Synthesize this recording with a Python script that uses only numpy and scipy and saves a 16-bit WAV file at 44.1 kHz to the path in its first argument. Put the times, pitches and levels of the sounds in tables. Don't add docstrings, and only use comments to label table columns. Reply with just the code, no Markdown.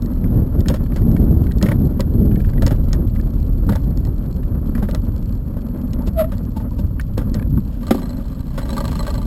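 import sys
import numpy as np
from scipy import signal
from scipy.fft import rfft, irfft
from scipy.io import wavfile
from scipy.ndimage import uniform_filter1d

SR = 44100
rng = np.random.default_rng(int(sys.argv[2]) if len(sys.argv) > 2 else 0)


def transcribe(signal):
    frames = np.atleast_2d(signal).T
    limited = np.clip(frames, -1, 1)
    pcm = np.round(limited * 32767).astype(np.int16)
    wavfile.write(sys.argv[1], SR, pcm)


N = 408366
TIME = np.arange(N) / SR
RING_TIME = TIME[:SR // 5]

# time in seconds, level in dB.
DRUMMING = [(0.0, -20.5), (0.3, -18), (1.3, -16.5), (1.95, -19), (2.3, -18), (2.8, -14), (3.1, -17),
            (3.7, -16), (4.3, -21), (4.95, -18.5), (5.4, -20), (5.72, -27.5), (6.0, -19), (6.55, -23.5),
            (7.25, -19), (7.95, -24.5), (8.8, -22.5), (9.26, -20)]
# time in seconds, relative level in dB.
CHAIN_LOAD = [(7.7, -52), (7.86, -37), (7.97, -35.5), (8.1, -43.5), (8.3, -49.5), (8.53, -47), (8.66, -34),
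              (8.8, -26.5), (8.95, -32.5), (9.1, -30), (9.26, -43.5)]
# frequency in Hz, relative gain in dB.
SHIVER_SPECTRUM = [(900, -15), (1850, -15.5), (2250, -6.5), (2800, -7), (3250, -1.5), (3700, -9.5),
                   (4300, 2), (4900, -7.5), (5800, -1.5)]
# frequency in Hz, relative gain in dB.
GRIT_SPECTRUM = [(500, -32), (1200, 3.5), (1850, -1), (2400, -9.5), (3400, -5.5), (4400, -11), (5800, -7)]


def amp(db):
    return 10 ** (np.asarray(db) / 20)


def unit_rms(x):
    return x / np.sqrt(np.mean(x ** 2) + 1e-20)


def unit_peak(x):
    return x / abs(x).max()


def follow(rows):
    times, *columns = np.transpose(rows)
    return [np.interp(TIME, times, column) for column in columns]


def add(mix, start, sound):
    part = mix[max(round(start * SR), 0):][:len(sound)]
    part += sound[:len(part)]


def soften(x, hz, kind="lowpass"):
    return signal.sosfilt(signal.butter(2, hz, kind, fs=SR, output="sos"), x)


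def colour(x, spectrum):
    hz, db = np.transpose(spectrum)
    freqs = abs(np.fft.fftfreq(8192, 1 / SR))
    log_gain = np.log(amp(np.interp(np.log(freqs + 1), np.log(hz), db)))
    kernel = np.fft.ifft(np.exp(np.conj(signal.hilbert(log_gain)))).real
    return signal.oaconvolve(x, kernel[:len(freqs) // 2])[:len(x)]


def drift(hz):
    grid = np.linspace(0, TIME[-1], 2 ** 15)
    freqs = np.fft.rfftfreq(len(grid), grid[1])
    wander = irfft(rfft(rng.standard_normal(len(grid))) * np.exp(-(freqs / hz) ** 2))
    return np.interp(TIME, grid, unit_rms(wander))


def ring(modes, detune):
    out = np.zeros(len(RING_TIME))
    for hz, db, t60 in modes:
        envelope = amp(db - 60 * RING_TIME / t60) * rng.choice([-1, 1])
        pitch = hz * (1 + detune * rng.standard_normal())
        out += envelope * np.sin(2 * np.pi * pitch * RING_TIME)
    return out


def grains(samples, spread_db):
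    sizes = amp(spread_db * rng.standard_normal(len(RING_TIME) // samples + 1))
    return sizes.repeat(samples)[:len(RING_TIME)] * rng.standard_normal(len(RING_TIME))


def chatter(decay_s, spread_db):
    envelope = np.exp(-RING_TIME / decay_s) * (1 - np.exp(-10 * RING_TIME / decay_s))
    burst = grains(32, spread_db) * envelope
    return burst / np.linalg.norm(burst)


def snap(spectrum, decay_s, spread_db):
    return unit_peak(colour(chatter(decay_s, spread_db), spectrum))


def strike(modes, decay_s, loose, detune=0.0051):
    force = loose * chatter(decay_s, spread_db=5)
    force[0] += 1
    return unit_peak(signal.fftconvolve(force, ring(modes, detune))[:len(RING_TIME)])


def boardwalk():
    # frequency in Hz, relative gain in dB.
    deck_spectrum = [(10, -25.5), (22, -7), (36, 4), (48, -2), (63, -2), (100, -7), (150, -15), (300, -40),
                     (700, -72.5)]
    tyre_spectrum = [(60, -1.5), (150, 27), (245, 32), (330, 16), (430, 10.5), (560, 13), (730, 0.5),
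                     (950, 1), (1250, -1.5), (1700, -10), (2200, -19.5), (3500, -28.5), (5800, -33.5)]
    # time in seconds, level in dB.
    scrub = [(0.0, -26.5), (1.1, -26.5), (2.0, -27.5), (3.1, -28), (4.4, -29), (4.8, -25), (5.25, -30),
             (6.1, -26.5), (7.05, -30.5), (7.3, -25.5), (7.65, -34), (8.0, -25), (8.5, -32.5),
             (8.75, -24.5), (9.26, -31)]
    planks_per_s = 21
    planks = np.cumsum(planks_per_s * (1 + 0.12 * drift(15))) / SR
    gaps = sum(np.diff(np.floor(planks + wheel), prepend=0) > 0 for wheel in (0, 0.4))
    edges = unit_rms(gaps * amp(1.8 * rng.standard_normal(N)))
    bumps = soften(edges, hz=1050)
    deck = colour(bumps + 1.22 * rng.standard_normal(N), deck_spectrum)
    deck = unit_rms(soften(deck, hz=7.6, kind="highpass"))
    deck /= np.sqrt(uniform_filter1d(deck ** 2, size=4500))
    friction = rng.standard_normal(N) * amp(2.8 * drift(33))
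    tyre = unit_rms(colour(0.39 * bumps + friction, tyre_spectrum))
    return deck * amp(follow(DRUMMING)[0] + drift(11)) + tyre * amp(follow(scrub)[0])


def wind():
    # time in seconds, level in dB.
    breeze = [(0.0, -26), (0.9, -23.5), (1.2, -16.5), (1.95, -24.5), (2.7, -24), (3.8, -24.5), (4.4, -26),
              (5.7, -29.5), (6.9, -29.5), (7.8, -33), (9.26, -24.5)]
    # crest time in seconds, length in seconds, relative level in dB.
    gusts = [(0.257, 0.049, -18), (0.369, 0.24, -14), (0.598, 0.063, -13), (0.697, 0.1, -14),
             (1.127, 0.46, -15.5), (1.364, 0.27, -14), (1.7, 0.45, -17), (1.829, .13, -12),
             (2.256, 0.48, -13), (2.636, 0.44, -17.5), (2.989, .14, -17), (3.45, 0.19, -25),
             (3.697, 0.08, -17.5), (3.89, 0.074, -20.5), (6.09, 0.043, -21.5), (6.828, 0.15, -21.5),
             (7.178, 0.073, -19), (7.34, 0.11, -19.5), (7.533, 0.22, -15.5)]
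    # frequency in Hz, relative gain in dB.
    spectrum = [(25, -21), (60, 1.5), (130, -0.5), (230, -5), (330, -11.5), (480, -23), (700, -32),
                (1100, -44.5), (2500, -65.5)]
    power = amp(follow(breeze)[0] + 2 * drift(12)) ** 2
    for crest, length, db in gusts:
        add(power, crest - length / 2, amp(db + 0.5) ** 2 * signal.windows.hann(round(length * SR)))
    quick, slow = (colour(rng.standard_normal(N) * amp(3.1 * drift(62)), spectrum) for _ in range(2))
    slowed = np.interp(TIME, (3.5, 6.5), (0, 1))
    eddies = np.sqrt(1 - slowed) * quick + np.sqrt(slowed) * soften(slow, hz=220)
    return eddies * np.sqrt(power / uniform_filter1d(eddies ** 2, size=5000))


def rustle():
    touches_per_s = 70
    touches = (rng.random(N) < touches_per_s / SR) * amp(4 * np.minimum(rng.exponential(1, N), 3))
    activity = signal.oaconvolve(touches ** 2, np.exp(-RING_TIME / 0.0013))[:N]
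    force = np.sqrt(abs(activity) / activity.mean() + 0.35) * rng.standard_normal(N)
    shaken = amp(-45 + 0.39 * follow(DRUMMING)[0])
    driven = amp(follow(CHAIN_LOAD)[0] - 18)
    return np.hypot(shaken, driven) * unit_rms(colour(force, SHIVER_SPECTRUM))


def metal_tick():
    # frequency in Hz, relative level in dB, t60 in seconds.
    modes = [(1290, -8.5, 0.0075), (1910, -10.5, 0.034), (3340, -8.5, 0.0038), (3800, -8.5, 0.0031),
             (4260, 1.5, 0.0074), (5450, -12, 0.0057), (5400, 2, 0.007)]
    # frequency in Hz, relative gain in dB.
    contact_spectrum = [(500, -18), (1300, 0), (2600, -4), (3600, 3.5), (4500, -4), (5600, 0), (5900, 0.5)]
    contact = snap(contact_spectrum, decay_s=0.0037, spread_db=3)
    return amp(5.5) * strike(modes, decay_s=0.00065, loose=0.44, detune=0.014) + amp(4) * contact


def plastic_tap():
    # frequency in Hz, relative level in dB, t60 in seconds.
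    modes = [(1170, -9.5, 0.011), (1630, 1, 0.012), (1874, -6, 0.031), (2320, -8.5, 0.015),
             (3100, -9.5, 0.0041), (4400, -14.5, 0.0051)]
    contact = snap(GRIT_SPECTRUM, decay_s=0.0023, spread_db=14)
    return amp(3.5) * strike(modes, decay_s=0.0031, loose=1.7, detune=0.036) + amp(3) * contact


def loose_parts():
    # start in seconds, relative level in dB.
    ticks = [(0.0222, -36), (0.06, -38), (0.6065, -32.5), (0.6846, -15.5), (1.52, -32.5), (1.5838, -36.5),
             (1.627, -15), (2.0063, -21), (2.6227, -25.5), (2.665, -17), (2.679, -24), (2.9309, -18.5),
             (3.338, -41), (3.696, -30.5), (3.7585, -29.5), (3.974, -36), (4.0507, -33.5), (4.912, -31),
             (4.9482, -24), (5.9334, -30), (6.3816, -39), (7.012, -33), (7.179, -28), (7.3433, -25.5)]
    # start in seconds, tap count, relative level in dB.
    taps = [(0.241, 1, -36), (0.6593, 1, -31), (0.9206, 1, -37), (1.1652, 1, -28), (1.467, 2, -37),
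            (1.6134, 1, -30), (1.6637, 1, -25), (1.6876, 1, -23), (1.7173, 1, -23), (2.314, 7, -37),
            (3.159, 1, -39), (3.731, 1, -34), (4.7515, 1, -30), (6.997, 1, -25), (7.3951, 1, -35),
            (7.425, 1, -35)]
    tap_gap_s = 0.044
    out = np.zeros(N)
    for start, db in ticks:
        add(out, start, amp(db) * metal_tick())
    for start, count, db in taps:
        for k in range(round(count)):
            add(out, start + k * tap_gap_s, amp(db) * plastic_tap())
    return out


def stray_parts():
    hits_per_s = 1.3
    out = np.zeros(N)
    for k, start in enumerate(TIME[rng.random(N) < hits_per_s / SR]):
        level = amp(-43 + 2 * rng.standard_normal())
        add(out, start, level * (metal_tick() if k % 2 else plastic_tap()))
    return out


def crunch():
    # frequency in Hz, relative gain in dB.
    spectrum = [(500, -0.5), (750, 3.5), (1100, -2), (1700, -2), (2300, -14), (3400, -20), (5800, -22.5)]
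    swell = signal.windows.hann(round(0.057 * SR))
    return swell * unit_rms(colour(grains(samples=64, spread_db=4.5), spectrum))[:len(swell)]


def thumps():
    # start in seconds, blow count, seconds between blows,
    # then the relative levels of knock, thud and rattle in dB.
    hits = [(0.698, 2, 0.042, -18, -19, -31), (0.96, 1, 0, -29, -16, -33),
            (1.631, 4, 0.027, -18.5, -5, -34.5), (1.812, 1, 0, -40, -10, -52),
            (1.995, 1, 0, -17, -14.5, -36), (2.622, 3, .043, -18.5, -12, -31), (2.934, 1, 0, -30, -23, -38),
            (3.691, 3, 0.031, -20.5, -9, -33.5), (4.779, 1, 0, -31, -26, -39),
            (4.826, 3, 0.061, -20.5, -13.5, -37), (5.568, 1, 0, -27.5, -24, -48),
            (6.073, 1, 0, -27, -9.5, -42), (6.319, 1, 0, -32.5, -20, -38.5),
            (6.567, 2, 0.035, -29.5, -19, -55), (6.791, 1, 0, -27.5, -14.5, -53),
            (7.177, 1, 0.0077, -16, -17.5, -35), (7.215, 1, 0, -25, -32, -47),
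            (7.35, 1, 0, -21.5, -21, -42), (7.575, 1, 0, -30.5, -8, -48.5), (8.577, 1, 0, -23, -39, -33)]
    # frequency in Hz, relative level in dB, t60 in seconds.
    frame_modes = [(199.7, 16, 0.13), (257, 12.5, 0.024), (331, 4, 0.061), (453, -4, 0.027),
                   (531, 2, 0.038), (609, -5, 0.063), (902, -8.5, 0.049), (1155, -11.5, 0.032),
                   (1510, -14, 0.026)]
    bounce_loss_db, thud_loss_db = 1, 8
    crunch_lead_s = 0.016
    out = np.zeros(N)
    for start, blows, gap, knock_db, thud_db, rattle_db in hits:
        for k in range(round(blows)):
            at, loss_db = start + k * gap, k * bounce_loss_db
            add(out, at - crunch_lead_s, amp(rattle_db - 5.5 - loss_db) * crunch())
            thud = soften(strike(frame_modes[:3], decay_s=0.018, loose=0.33), hz=557)
            add(out, at, amp(thud_db - k * thud_loss_db) * thud)
            knock = strike(frame_modes[3:], decay_s=0.0063, loose=1.3, detune=0.023)
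            add(out, at, amp(knock_db + 1.5 - loss_db) * knock)
            clack = chatter(decay_s=0.0018, spread_db=5.5) + 1.7 * chatter(decay_s=0.015, spread_db=4.5)
            add(out, at, amp(rattle_db + 14 - loss_db) * unit_peak(colour(clack, GRIT_SPECTRUM)))
    return out


def brake_brushes():
    # start in seconds, pitch in Hz, relative levels of tone and rasp in dB.
    touches = [(5.999, 910, -44, -62), (6.058, 900, -59, -40.5), (6.555, 886, -37.5, -45),
               (6.596, 884, -46, -55), (6.7, 983, -49, -83), (6.775, 916, -48, -44.5)]
    swell = signal.windows.hann(round(0.038 * SR))
    out = np.zeros(N)
    for start, hz, tone_db, rasp_db in touches:
        waver = 0.029 * drift(300)[:len(swell)]
        tone = np.sin(2 * np.pi * np.cumsum(hz * (1 + waver)) / SR)
        rasp = unit_rms(soften(rng.standard_normal(len(swell)), hz=2200, kind="highpass"))
        add(out, start, swell * (amp(tone_db + 6.5) * tone + amp(rasp_db + 5) * rasp))
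    return out


def brake_hoot():
    # time in seconds, pitch in Hz, relative level in dB.
    contour = [(6.12, 672, -58), (6.15, 690, -42), (6.175, 653, -17), (6.19, 657, -8.5), (6.205, 644, -6),
               (6.222, 604, -9.5), (6.235, 668, -20), (6.247, 624, -15.5), (6.265, 666, -33),
               (6.3, 655, -39)]
    hz, db = follow(contour)
    phase = 2 * np.pi * np.cumsum(hz * (1 + 0.0106 * drift(113))) / SR
    grip = amp(db - db.max()) ** 0.21
    overtones = amp(-21.5) * np.sin(2 * phase) + amp(-32) * np.sin(3 * phase)
    rasp = unit_rms(soften(rng.standard_normal(N) * (1 + np.cos(phase)) ** 2, hz=3060))
    roughness = overtones * (1 + 1.2 * drift(160)) + amp(-24.5) * rasp
    braking = (TIME > contour[0][0]) & (TIME < contour[-1][0])
    return amp(db - 3.5) * (np.sin(phase) + grip * roughness) * braking


def chain_grind():
    # frequency in Hz, relative gain in dB.
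    spectrum = [(400, -13), (620, 11), (900, -5.5), (1200, -6), (1600, -1), (2100, -11), (2800, -7.5),
                (3500, -8), (4200, -11.5), (5800, -8.5)]
    rub = unit_rms(colour(rng.standard_normal(N) * amp(3.9 * drift(90)), spectrum))
    start_s = 7.69
    return rub * amp(-23.5 + 0.59 * follow(CHAIN_LOAD)[0]) * (TIME > start_s)


def chain_ticks():
    # frequency in Hz, relative level in dB, t60 in seconds.
    modes = [(406, -1, .05), (557, 1.5, 0.11), (625, -0.5, 0.067), (877, -6.5, 0.2), (965, -0.5, 0.064),
             (1163, 4, 0.048), (1192, 0, 0.058), (1567, -3, 0.042), (1960, -11.5, 0.076), (2190, -13, 0.04),
             (3170, -7.5, 0.015), (4100, 1, 0.032), (4330, -2, 0.022), (5450, -4, 0.01)]
    first_link_s, link_gap_s, reseat_s = 7.831, 0.03745, 0.012
    out = np.zeros(N)
    for k, start in enumerate(np.arange(first_link_s, TIME[-1], link_gap_s)):
        db = np.interp(start, *np.transpose(CHAIN_LOAD)) - 1.5 * rng.standard_normal()
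        seat_db = db - 0.5 * (k % 2)
        for at in [start, start + reseat_s] if k % 2 else [start]:
            add(out, at, amp(seat_db + 10.5) * strike(modes, decay_s=0.0017, loose=0.78, detune=0.017))
            add(out, at, amp(seat_db + 6) * snap(SHIVER_SPECTRUM, decay_s=0.0055, spread_db=3))
        roller_scrape = snap(GRIT_SPECTRUM, decay_s=0.011, spread_db=4.5)
        add(out, start, amp(db - 7) * roller_scrape)
    return out


def gear_change():
    # start in seconds, then the relative levels of boom, knock and crack in dB.
    clunks = [(7.9074, -11.5, -7.5, -10), (7.9111, -5.5, -13, -13.5), (7.947, -12.5, -20, -24),
              (8.021, -20.5, -34, -42)]
    # frequency in Hz, relative level in dB, t60 in seconds.
    tube_modes = [(225, 2, 0.1), (287, -4, 0.1), (370, -5, 0.072)]
    gear_modes = [(540, 1, 0.066), (636, -4, 0.069), (800, 2, 0.047), (1375, -26, 0.016)]
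    out = np.zeros(N)
    for start, boom_db, knock_db, crack_db in clunks:
        boom = soften(ring(tube_modes, detune=0.004), hz=140, kind="highpass")
        knock = soften(strike(gear_modes, decay_s=0.0014, loose=0.25), hz=400, kind="highpass")
        crack = snap(GRIT_SPECTRUM, decay_s=0.0086, spread_db=0.5)
        add(out, start, amp(boom_db) * boom + amp(knock_db) * unit_peak(knock) + amp(crack_db) * crack)
    return out


def scene():
    details = thumps() + loose_parts() + gear_change() + chain_ticks() + rustle()
    details += brake_hoot() + brake_brushes() + stray_parts() + chain_grind()
    return (boardwalk() + wind() + details)[None]


def record(dry):
    ceiling, band_hz, hold_hz, fizz_top_hz = 0.85, 5850, 12000, 16000
    rounded = dry / (1 + (dry / ceiling) ** 8) ** (1 / 8)
    narrow = signal.oaconvolve(rounded, signal.firwin(121, band_hz, fs=SR)[None], "same")
    steps = signal.resample_poly(narrow, hold_hz, SR, axis=1).repeat(4, axis=1)
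    held = signal.resample_poly(steps, SR, 4 * hold_hz, axis=1)[:, :N]
    top_cut = signal.firwin(301, fizz_top_hz, window=("kaiser", 9), fs=SR)
    return signal.oaconvolve(held, top_cut[None], "same")


dry = scene()
out = record(dry)
transcribe(out)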